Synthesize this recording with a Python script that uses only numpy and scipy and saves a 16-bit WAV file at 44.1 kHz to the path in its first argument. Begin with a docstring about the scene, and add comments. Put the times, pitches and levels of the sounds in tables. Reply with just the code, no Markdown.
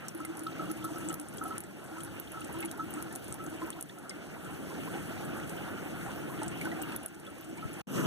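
"""Water trickling into a steel bottle, then a stove

Water trickles from a hand-held filter into a steel bottle over a broad outdoor roar. Drops splat as
filtered noise bursts, ring the bottle's air and wall as resonances and trap gliding bubble tones.
After a short silence a gas stove roars close by, as coloured noise like the outdoor roar. A phone
ducks its gain after sharp splats and widens its two microphone ports into stereo."""
import sys
import numpy as np
from scipy import signal
from scipy.fft import rfft, irfft, next_fast_len
from scipy.io import wavfile
from scipy.ndimage import uniform_filter1d

SR = 44100
rng = np.random.default_rng(int(sys.argv[2]) if len(sys.argv) > 2 else 0)


def dump(signal):
    """Clip the signal to [-1, 1] and save it as 16-bit WAV at the path in sys.argv[1]."""
    limited = np.clip(np.atleast_2d(signal).T, -1, 1)
    pcm = np.round(limited * 32767).astype(np.int16)
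    wavfile.write(sys.argv[1], SR, pcm)


N = 355446
LONG = next_fast_len(N + 10)  # length of the spectra in samples

# surges of the water: top_s, hum_peak_db, air_column_pitch_hz
GUSHES = [(0.158, -31.5, 330), (0.212, -31, 309), (0.299, -27, 325.5), (0.408, -35, 311),
          (0.46, -34.5, 326), (0.597, -37.5, 311), (0.638, -36.5, 303), (0.708, -33, 316),
          (0.809, -35.5, 313), (0.852, -33, 322), (0.918, -37.5, 311), (0.974, -35.5, 333),
          (1.066, -34.5, 305), (1.103, -35, 318), (1.213, -33, 300), (1.419, -34.5, 307), (1.459, -35, 308),
          (1.946, -34.5, 321), (1.981, -34, 324), (2.132, -40, 327), (2.35, -36, 328), (2.431, -37, 310),
          (2.556, -35, 325), (2.61, -40, 340), (2.645, -31.5, 324), (2.81, -35, 310), (2.841, -35, 313),
          (2.972, -34, 302), (3.03, -40, 329), (3.06, -37.5, 316), (3.476, -35, 317), (3.527, -32, 323),
          (3.632, -31.5, 325), (4.154, -33, 296), (6.431, -32, 305), (6.473, -39, 309), (6.608, -39.5, 330),
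          (6.674, -34, 323), (6.785, -42, 328), (6.828, -43, 314), (7.16, -34.5, 319), (7.401, -41, 322),
          (7.475, -37.5, 313), (7.514, -37.5, 329), (7.582, -43, 325)]
GUSH_RISE_DB_S, GUSH_FALL_DB_S = 602, 419
# gap between the water and the stove: start_s, end_s
SILENCE = (7.818, 7.871)


def undb(db):
    """Decibels to amplitude."""
    return 10 ** (np.asarray(db) / 20)


def curve(rows):
    """Second column of a table against time."""
    return np.interp(np.arange(N) / SR, *np.transpose(rows)[:2])


def across(rows, hz):
    """Second column of a table against log frequency."""
    table_hz, values = np.transpose(rows)
    return np.interp(np.log(hz + 1), np.log(table_hz), values)


def unit(x):
    """Scale to an RMS of 1."""
    return x / np.sqrt(np.mean(x ** 2))


def ring(x, hz, width):
    """One resonance, gain 1 at its centre."""
    return signal.lfilter(*signal.iirpeak(hz, hz / width, SR), x)


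def walk(rate):
    """Random levels held 1 / rate s and slewed twice; spread near 1."""
    hold = int(SR / rate)
    steps = np.repeat(rng.standard_normal(N // hold + 1), hold)
    return 1.52 * uniform_filter1d(uniform_filter1d(steps, hold), hold)[:N]


def add(out, s, sound):
    """Mix a short sound in at time s."""
    i = int(s * SR)
    out[i:i + len(sound)] += sound[:N - i]


def splat(db, hz, width, tail_db):
    """A sub-millisecond crack, its echo from the bottle floor, a low slap, a hiss of spray and a thin fizz."""
    slap_hz, slap_db, slap_decay_s = 3300, -23.5, 0.0011  # mean level against the crack
    spray_decay_s, fizz_decay_s, fizz_db = 0.0067, 0.0085, -5.5  # fizz level against the spray
    t = np.arange(1800) / SR
    width = max(width, 300)
    noise = rng.standard_normal((4, len(t)))
    crack = (t == 0) + .45 * noise[0] * np.exp(-t / .00025)
    crack = crack + .4 * np.roll(crack, int(.0013 * SR))  # floor echo
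    edge = width / 60000 * np.diff(crack, prepend=0)  # broad bright onset
    crack = ring(ring(crack, hz, 1.71 * width), hz, 2.17 * width) + edge
    slap_gain = undb(slap_db + 1.8 * noise[3, 0])  # varies from drop to drop
    slap = unit(ring(noise[3], slap_hz, 2200)) * np.exp(-t / slap_decay_s) * slap_gain
    spray = unit(ring(ring(noise[1], hz, width), hz, 0.56 * width)) * np.exp(-t / spray_decay_s)
    fizz = unit(ring(noise[2], hz * rng.uniform(.85, 1.1), 150)) * np.exp(-t / fizz_decay_s)
    burst = crack / abs(crack).max() + slap + undb(tail_db) * (spray + undb(fizz_db) * fizz)
    return undb(db) * burst / abs(burst).max()


def splats():
    """Loud drops burst on the surface over a random patter of faint ones."""
    # loud drops: start_s, peak_db, centre_hz, width_hz
    loud_drops = [(0.0837, -18.5, 8700, 5740), (0.086, -32, 7240, 6100), (0.1487, -28, 10100, 2700),
                  (0.1752, -34, 10700, 1800), (0.203, -36, 10000, 4600), (0.2507, -19.5, 10000, 3500),
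                  (0.371, -27, 10200, 3030), (0.3934, -26, 9800, 4250), (0.435, -29.5, 10600, 2510),
                  (0.715, -23, 10800, 3500), (0.7679, -39, 10000, 3400), (0.842, -26.5, 9800, 4300),
                  (0.849, -25.5, 11200, 4050), (0.9834, -30, 10800, 2260), (1.087, -25, 7760, 1300),
                  (1.096, -30, 7400, 2500), (1.128, -28, 11000, 3400), (1.142, -19.5, 12300, 4500),
                  (1.1984, -20, 9600, 3650), (1.2131, -30, 9900, 3700), (1.286, -24, 9150, 2170),
                  (1.3376, -32, 11600, 3800), (1.3717, -28, 10600, 4700), (1.3832, -27, 8000, 4000),
                  (1.4386, -25, 10900, 2100), (1.48, -32, 10700, 4230), (1.493, -38, 10600, 3700),
                  (1.581, -18.5, 10300, 2400), (1.605, -18.5, 10800, 2200), (1.638, -25.5, 8700, 2700),
                  (1.842, -33, 10600, 3200), (1.9845, -37, 8700, 4700), (2.005, -31, 9200, 3900),
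                  (2.035, -21.5, 10600, 1770), (2.048, -25, 10200, 3700), (2.0611, -39, 10500, 4500),
                  (2.199, -20, 11900, 1960), (2.319, -25, 10500, 2300), (2.4072, -30, 9200, 2800),
                  (2.4452, -27, 8600, 4660), (2.5269, -29, 10800, 2200), (2.538, -38, 8050, 2500),
                  (2.587, -33, 9900, 3900), (2.618, -37, 8200, 2500), (2.606, -22.5, 11300, 1310),
                  (2.65, -24, 10370, 1800), (2.6575, -20.5, 10000, 1500), (2.714, -22.5, 10660, 2900),
                  (2.7751, -33.5, 11400, 3700), (2.9065, -30, 12800, 4130), (2.939, -25, 8150, 1110),
                  (3.0252, -24, 10600, 2500), (3.126, -31, 9500, 3700), (3.153, -26.5, 9200, 4000),
                  (3.159, -21, 10100, 4300), (3.2433, -30, 10100, 2600), (3.281, -34, 10200, 4900),
                  (3.325, -20, 8600, 1970), (3.342, -20.5, 10200, 3530), (3.4398, -30, 11200, 3900),
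                  (3.464, -31.5, 7400, 4480), (3.499, -35, 9400, 2080), (3.7038, -21, 8900, 2860),
                  (3.81, -19, 11100, 2400), (3.826, -17, 10400, 1540), (3.73, -44, 10000, 4000),
                  (3.768, -51, 9000, 1500), (3.889, -35, 10100, 5000), (3.986, -31, 9800, 5100),
                  (4.095, -18.5, 8650, 3300), (4.4471, -36.5, 8700, 2500), (5.2496, -40, 8700, 2500),
                  (5.495, -32.5, 8700, 3400), (6.432, -26, 8900, 2400), (6.481, -25, 8040, 3000),
                  (6.6128, -32, 9800, 4500), (6.651, -33, 9500, 4600), (6.8174, -31, 8400, 1800),
                  (6.824, -23.5, 13100, 3420), (6.92, -41, 8960, 2500), (6.963, -19.5, 11160, 2160),
                  (7.0318, -27.5, 9900, 2600), (7.061, -15.5, 10800, 1490), (7.1455, -28.5, 9050, 5000),
                  (7.1985, -28, 9660, 3100), (7.082, -27, 9100, 6000), (7.2506, -35.5, 8600, 3000),
                  (7.266, -36, 11000, 2500), (7.301, -35, 9100, 2500), (7.3823, -33, 10800, 3500),
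                  (7.41, -32, 12900, 3195), (7.4446, -35, 9000, 3000), (7.496, -39, 8100, 1500),
                  (7.5744, -34, 8400, 4300), (7.7315, -37, 10650, 3000), (7.739, -37, 7000, 4000),
                  (7.7884, -39, 10300, 2700)]
    # density of the faint drops: time_s, drops_per_s
    patter_rate = [(0, 110), (3.9, 110), (4.3, 25), (6.3, 25), (6.5, 70), (7.8, 70)]
    # spray against the crack of a -25 dB splat; louder splats carry relatively less (dB per dB)
    spray_db, spray_slope = -14.5, 0.43
    patter_db = -45  # before the random spread in drop size
    out = np.zeros(N)
    for s, db, hz, width in loud_drops:
        add(out, s, splat(db, hz, width, spray_db - spray_slope * (db + 25)))
    for i in np.flatnonzero(rng.random(N) < curve(patter_rate) / SR):
        size, colour, width = rng.random(3)
        db = patter_db - 2.9 * np.log(size + 0.056)
        add(out, i / SR, splat(db, 6000 + 7500 * colour, 1500 + 4500 * width, -19))
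    return out


def knocks():
    """A drop shakes the wall for a few ms; its modes swell, waver and fade."""
    # drops that ring the wall: time_s (the swell begins 2 ms earlier), level_db, push_ms
    wall_hits = [(0.0425, -34, 2.6), (0.204, -28, 2.3), (0.2498, -35, 3), (0.291, -37.5, 4.5),
                 (0.4663, -23.5, 4.8), (0.547, -39, 7), (0.5938, -25.5, 4.2), (0.624, -30.5, 3.2),
                 (0.697, -35, 4.6), (0.812, -37, 4.5), (0.844, -23.5, 4.2), (0.959, -32, 7.2),
                 (1.016, -38, 6), (1.0972, -29.5, 5.2), (1.133, -35, 5), (1.415, -24, 3.3),
                 (1.4544, -24, 5.1), (1.5076, -24.5, 6.1), (1.539, -35, 6.8), (1.983, -32, 2.6),
                 (2.34, -31.5, 4.7), (2.372, -30, 2.9), (2.41, -35, 4.1), (2.5413, -36, 6), (2.616, -37, 5),
                 (2.794, -17.5, 10), (2.9706, -32, 6.5), (3.078, -41, 5), (3.127, -43, 5),
                 (3.316, -36, 5.1), (3.394, -21.5, 20), (3.434, -32, 6.7), (3.617, -40, 5), (3.686, -38, 4),
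                 (3.788, -43, 3.4), (6.42, -36, 6), (6.67, -42, 6), (7.2697, -28.5, 14), (7.6202, -21, 20)]
    # modes of the steel wall: pitch_hz, level_db, t60_s
    wall_modes = [(1312, 0, .1), (1385, -12, .05), (780, -16, .05)]
    out, t = np.zeros(N), np.arange(6000) / SR
    for s, db, push_ms in wall_hits:
        waver = 1 + 0.31 * np.sin(2 * np.pi * (rng.uniform(69, 96) * t + rng.random()))
        swell = 1 - np.exp(-(t * 1300 / max(push_ms, .3)) ** 1.55)
        modes = 0
        for hz, mode_db, t60 in wall_modes:
            tone = np.sin(2 * np.pi * (hz * t + rng.random()))
            modes = modes + undb(mode_db - 60 * t / t60) * tone
        add(out, s - .002, undb(db) * swell * waver * modes)
    return out


def bubble(db, hz, t60, glide):
    """A rough little splash, then a ragged tone that fades and glides as the bubble nears the surface."""
    t = np.arange(int(t60 * SR)) / SR
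    noise = rng.standard_normal((2, len(t)))
    fade = undb(-60 * (t / t60) ** 1.35) * (1 - np.exp(-t / .001))
    splash = unit(ring(noise[0], 1.29 * hz, 0.56 * hz)) * np.exp(-t * hz / 11)
    pure = np.sin(2 * np.pi * hz * (t + glide * t ** 2 / t60))
    ragged = 0.23 * min(hz / 3000, 1) * unit(ring(noise[1], hz, 0.083 * hz))
    return undb(db) * (fade * (pure + ragged) + 0.3 * splash)


def bubbles():
    """The clear bubbles, each trailed by a swarm of smaller ones, over a gurgle of faint ones."""
    # clear bubbles: start_s, level_db, pitch_hz, glide (share of pitch gained by half of the t60)
    clear_bubbles = [(0.085, -32, 6000, -0.1), (0.248, -34, 2110, -0.053), (0.468, -31.5, 2760, 1.2),
                     (0.582, -48.5, 2320, 0), (0.524, -43.5, 3480, 0.47), (0.826, -41, 2940, 0.3),
                     (0.851, -45, 3400, 0.52), (1.103, -40, 2900, 0.1), (1.106, -45, 1850, -0.017),
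                     (1.964, -36, 927, 0.26), (1.383, -42.5, 3100, 0.16), (2.004, -39, 2880, 0.31),
                     (2.272, -37.5, 2990, 0.34), (2.365, -43, 750, 0.47), (2.416, -34, 2470, 0.38),
                     (2.493, -35.5, 796, 0.68), (2.543, -39, 948, 0.019), (2.586, -51, 3840, 0.17),
                     (2.603, -46, 3300, -0.16), (2.625, -35, 2640, -0.086), (2.627, -34, 2160, -0.0084),
                     (2.64, -37, 800, 0.5), (2.682, -43.5, 3300, -0.024), (2.713, -46, 3800, 0.0029),
                     (2.934, -42, 770, 0.02), (3.11, -40, 1740, 0.079), (3.617, -32.5, 1040, -0.022),
                     (3.728, -34.5, 3000, 0.48), (3.894, -33.5, 3190, 0.38), (3.896, -38, 1720, 0.2),
                     (4.096, -28.5, 5320, -0.13), (4.108, -32, 2120, -0.031), (5.574, -43, 2730, 0.49),
                     (6.062, -38, 760, 0.14), (6.417, -34, 876, -0.011), (6.515, -42, 2600, 0.092),
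                     (6.611, -41, 2770, -0.3), (6.612, -32.5, 2214, 0.049), (6.654, -33, 1500, 0),
                     (6.668, -34, 786, 1.05), (6.716, -36, 1900, 0.11), (6.791, -38, 794, -0.059),
                     (6.833, -36.5, 2730, 0.12), (6.92, -36, 2590, 0.096), (6.973, -46, 3700, -0.19),
                     (7.266, -38, 3370, 0.035), (7.272, -39, 568, -0.0000091), (7.582, -38, 2270, 0.1)]
    t60_at_1khz_s, burst = 0.081, 1.9  # higher bubbles fade sooner; gliding ones burst sooner
    swarm_db, swarm_s = -16, .04  # level against the clear bubble, longest lag
    gurgle_db, gurgles_per_s = -47.5, 150  # level before the spread in pitch and size
    out = np.zeros(N)
    for s, db, hz, glide in clear_bubbles:
        t60 = t60_at_1khz_s * np.sqrt(1000 / hz) / (1 + burst * abs(glide))
        add(out, s, bubble(db, hz, t60, glide))
        for late, pitch, bend in rng.random((3, 3)):
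            near_hz = hz * (.8 + .7 * pitch)
            small = bubble(db + swarm_db - 6 * late, near_hz, 35 / near_hz, 0.38 * bend)
            add(out, s + swarm_s * late, small)
    for i in np.flatnonzero(rng.random(N) < gurgles_per_s / SR):
        size, pitch, glide = rng.random(3)
        hz = 600 * 7 ** pitch
        db = gurgle_db - 7 * pitch - 3.0 * np.log(size + 0.037)
        add(out, i / SR, bubble(db, hz, (25 + 40 * glide) / hz, .5 * glide ** 2))
    return out


def gushes():
    """Each gush makes the air column hum for a moment, bending slightly upward."""
    out, t = np.zeros(N), np.arange(-2000, 5000) / SR  # t = 0 at the top of the gush
    drop_db = np.maximum(-GUSH_RISE_DB_S * t, GUSH_FALL_DB_S * t)
    swell = undb(3 - np.sqrt(drop_db ** 2 + 9))  # rounded at the top
    for s, db, hz in GUSHES:
        hum = np.sin(2 * np.pi * (hz * (t + 0.36 * t ** 2) + rng.random()))
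        add(out, s + t[0], undb(db) * swell * hum)
    return out


def flow_db():
    """Steady flow with a quick rise and a slower fall around every gush."""
    steady_db, froth_db = -48.5, -10.5  # froth of a gush against its hum
    t = np.arange(0, N, 64) / SR
    s, db = np.transpose(GUSHES)[:2, :, None]
    gush_db = db + froth_db - np.maximum(GUSH_RISE_DB_S * (s - t), GUSH_FALL_DB_S * (t - s))
    power = undb(2 * gush_db).sum(axis=0) + undb(2 * steady_db)
    return np.interp(np.arange(N) / SR, t, 10 * np.log10(power))


def stream():
    """Dense uneven droplet blows drum the air column in the bottle."""
    # air resonances: pitch_hz, width_hz (a second pass is three times as wide), relative level_db
    air_modes = [(308, 19.6, 5.5), (331.6, 18.3, 8.5), (1326.5, 29, -6.5), (1465, 57, -8.5),
                 (3310, 330, -11)]
    hits = rng.random(N) < 500 / SR  # 500 blows per second on average
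    blows = hits * rng.standard_normal(N) * undb(1.8 * rng.exponential(size=N))
    drummed = 0
    for hz, width, db in air_modes:
        drummed = drummed + undb(db) * unit(ring(ring(blows, hz, width), hz, 3 * width))
    return unit(drummed) * undb(flow_db())


def bump():
    """A finger knocks the phone: a dull single thump that sags in pitch; returns its start in s and sound."""
    # the knock: start_s, peak_db, starting pitch_hz, t60_s
    start_s, db, hz, t60 = (7.6535, -21, 150, .035)
    t = np.arange(int(t60 * SR)) / SR
    fade = undb(db - 60 * (t / t60) ** 1.35)
    return start_s, fade * np.sin(2 * np.pi * hz * (t - .4 * t ** 2 / t60))


def rush(spectrum, flicker_db, grain_db):
    """Two unrelated coloured noises; neighbouring bands flicker together, each half octave has quick grain."""
    hz, out = np.fft.rfftfreq(LONG, 1 / SR), 0
    noise = rfft(rng.standard_normal((2, LONG))) * undb(across(spectrum, hz))
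    slow = [walk(12) for _ in range(10)]  # one per pair of bands
    half_octaves = 2 * np.log2(np.clip(hz, 32, 16384) / 32)
    for k in range(19):
        share = np.clip(1 - abs(half_octaves - k), 0, 1)  # overlapping triangular bands
        level_db = flicker_db * slow[k // 2] + grain_db * min(k / 12, 1) * walk(45)
        out = out + irfft(noise * share)[:, :N] * undb(level_db)
    return unit(out)


def stove():
    """A gas flame's turbulent roar as flickering coloured noise that builds up unevenly."""
    # colour of the flame: pitch_hz, relative level_db per Hz
    flame_colour = [(40, -22), (90, -10.5), (150, 2), (250, 0), (500, -9), (800, -20.5), (1300, -11),
                    (2100, -31), (2800, -20.5), (4300, -39), (6000, -28), (8000, -26.5), (11000, -32),
                    (12500, -24.5), (15000, -46)]
    # loudness of the flame: time_s, level_db
    flame_level = [(7.871, -45), (7.89, -40.5), (7.93, -35), (7.99, -28), (8.025, -33), (8.06, -28.5)]
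    return rush(flame_colour, 1.6, 2.3) * undb(curve(flame_level))


def outdoor_roar():
    """A broad distant roar as steady coloured noise with a slight flicker."""
    # colour of the roar: pitch_hz, relative level_db per Hz
    roar_colour = [(38, -16.5), (62, -6), (100, -1), (160, 3), (300, 1.5), (480, -4), (780, -7.5),
                   (1020, -16.5), (1400, -6), (2000, -16), (2700, -12), (4000, -28), (6000, -26.5),
                   (9000, -25), (12000, -26.5), (15000, -30.5)]
    return rush(roar_colour, 1.16, 1.85) * undb(-40.5)


def scene():
    """Two ports: the water reaches both alike, the roar and the stove only partly."""
    # how alike the roar and the stove are at the two ports: pitch_hz, likeness (0-1)
    port_likeness = [(40, .7), (300, .9), (450, .6), (620, 0), (900, .3), (1300, .6), (4000, .2),
                     (15000, 0)]
    t = np.arange(N) / SR
    before = np.clip((SILENCE[0] - t) / .004, 0, 1)  # 4 ms fade into the silence
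    after = t > SILENCE[1]
    near = (splats() + knocks() + bubbles() + gushes() + stream()) * before
    partly = outdoor_roar() * before + stove() * after
    hz = np.fft.rfftfreq(LONG, 1 / SR)
    alike = np.clip(across(port_likeness, hz), 0, 1)
    first, other = rfft(partly, LONG)
    second = irfft(alike * first + np.sqrt(1 - alike ** 2) * other)[:N]
    ports = near + np.array([partly[0], second])
    add(ports[1], *bump())  # the knock lands on one port only
    return ports


def gain_control(dry):
    """Treble peaks over a ceiling pull the water's gain down, a few ms late, and it climbs back steadily."""
    ceiling_db, climb_db_s, start_db, grab_s = -26.5, 12, -6.5, 0.005
    hiss_db, hiss_from_hz = -65.5, 1500  # white noise level before its band filter
    t = np.arange(N) / SR
    treble_filter = signal.butter(2, 3000, "high", fs=SR, output="sos")
    treble = abs(signal.sosfilt(treble_filter, dry[0]))
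    over_db = 20 * np.log10(treble + 1e-9) - ceiling_db
    over_db[0] = -start_db  # the gain starts out pulled down
    climb_db = climb_db_s * t
    cut_db = np.clip(np.maximum.accumulate(over_db + climb_db) - climb_db, 0, None)
    late_db = np.interp(t - grab_s, t, uniform_filter1d(cut_db, int(grab_s * SR)))
    ducked = dry * undb(-late_db * (t < SILENCE[1]))  # the stove plays at full gain
    # the phone's own hiss lies under the water only, and the gain control does not reach it
    hiss_filter = signal.butter(1, [hiss_from_hz, 12000], "band", fs=SR, output="sos")
    hiss = signal.sosfilt(hiss_filter, rng.standard_normal(dry.shape))
    return ducked + undb(hiss_db) * hiss * (t < SILENCE[0])


def record(dry):
    """One port feeds the sum, the other the difference; the phase between left and right combs both."""
    # phase by which right leads left, close to a plain delay above 1 kHz: pitch_hz, lead_half_turns
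    right_lead = [(40, .76), (90, .67), (170, .51), (300, .49), (480, .6), (700, .35), (1130, 0), (2500, 1),
                  (5000, 3), (6250, 4), (7350, 5), (9550, 7), (12000, 9), (16600, 13)]
    # unequal ports keep the notches from closing fully: pitch_hz, leak_share (0-1)
    port_leak = [(2500, 0.07), (5000, 0), (9000, 0.1), (12000, 0.13)]
    # balance before the leak correction: pitch_hz, left_minus_right_db
    balance = [(40, 4), (200, 3.5), (330, 0), (500, -6), (900, -3), (1200, 0), (2300, -1.5), (5000, 0),
               (8000, 4.5), (10500, -1), (12000, -3), (14000, 0)]
    notch_narrow = 0.77  # under 1: thinner notches between flatter lobes
    hz = np.fft.rfftfreq(LONG, 1 / SR)
    half = np.interp(hz, *np.transpose(right_lead)) * np.pi / 2  # half the lead, in radians
    first, second = rfft(gain_control(dry), LONG)
    cos, sin = (np.sign(v) * abs(v) ** notch_narrow for v in (np.cos(half), np.sin(half)))
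    leak = across(port_leak, hz)
    mid = first * (cos + 1j * leak * sin)
    side = second * (-1j * sin - leak * cos)
    tilt = undb(across(balance, hz) / 2) * (1 + .8 * leak)  # the leak alone would favour the right
    wide = irfft(np.array([(mid + side) * tilt, (mid - side) / tilt]))[:, :N]
    # the capsules drop deep bass
    wide = signal.sosfilt(signal.butter(2, 50, "high", fs=SR, output="sos"), wide)
    # steep top limit at 15480 Hz
    return signal.sosfilt(signal.ellip(12, .2, 70, 15480, fs=SR, output="sos"), wide)


dry = scene()
out = record(dry)
dump(out)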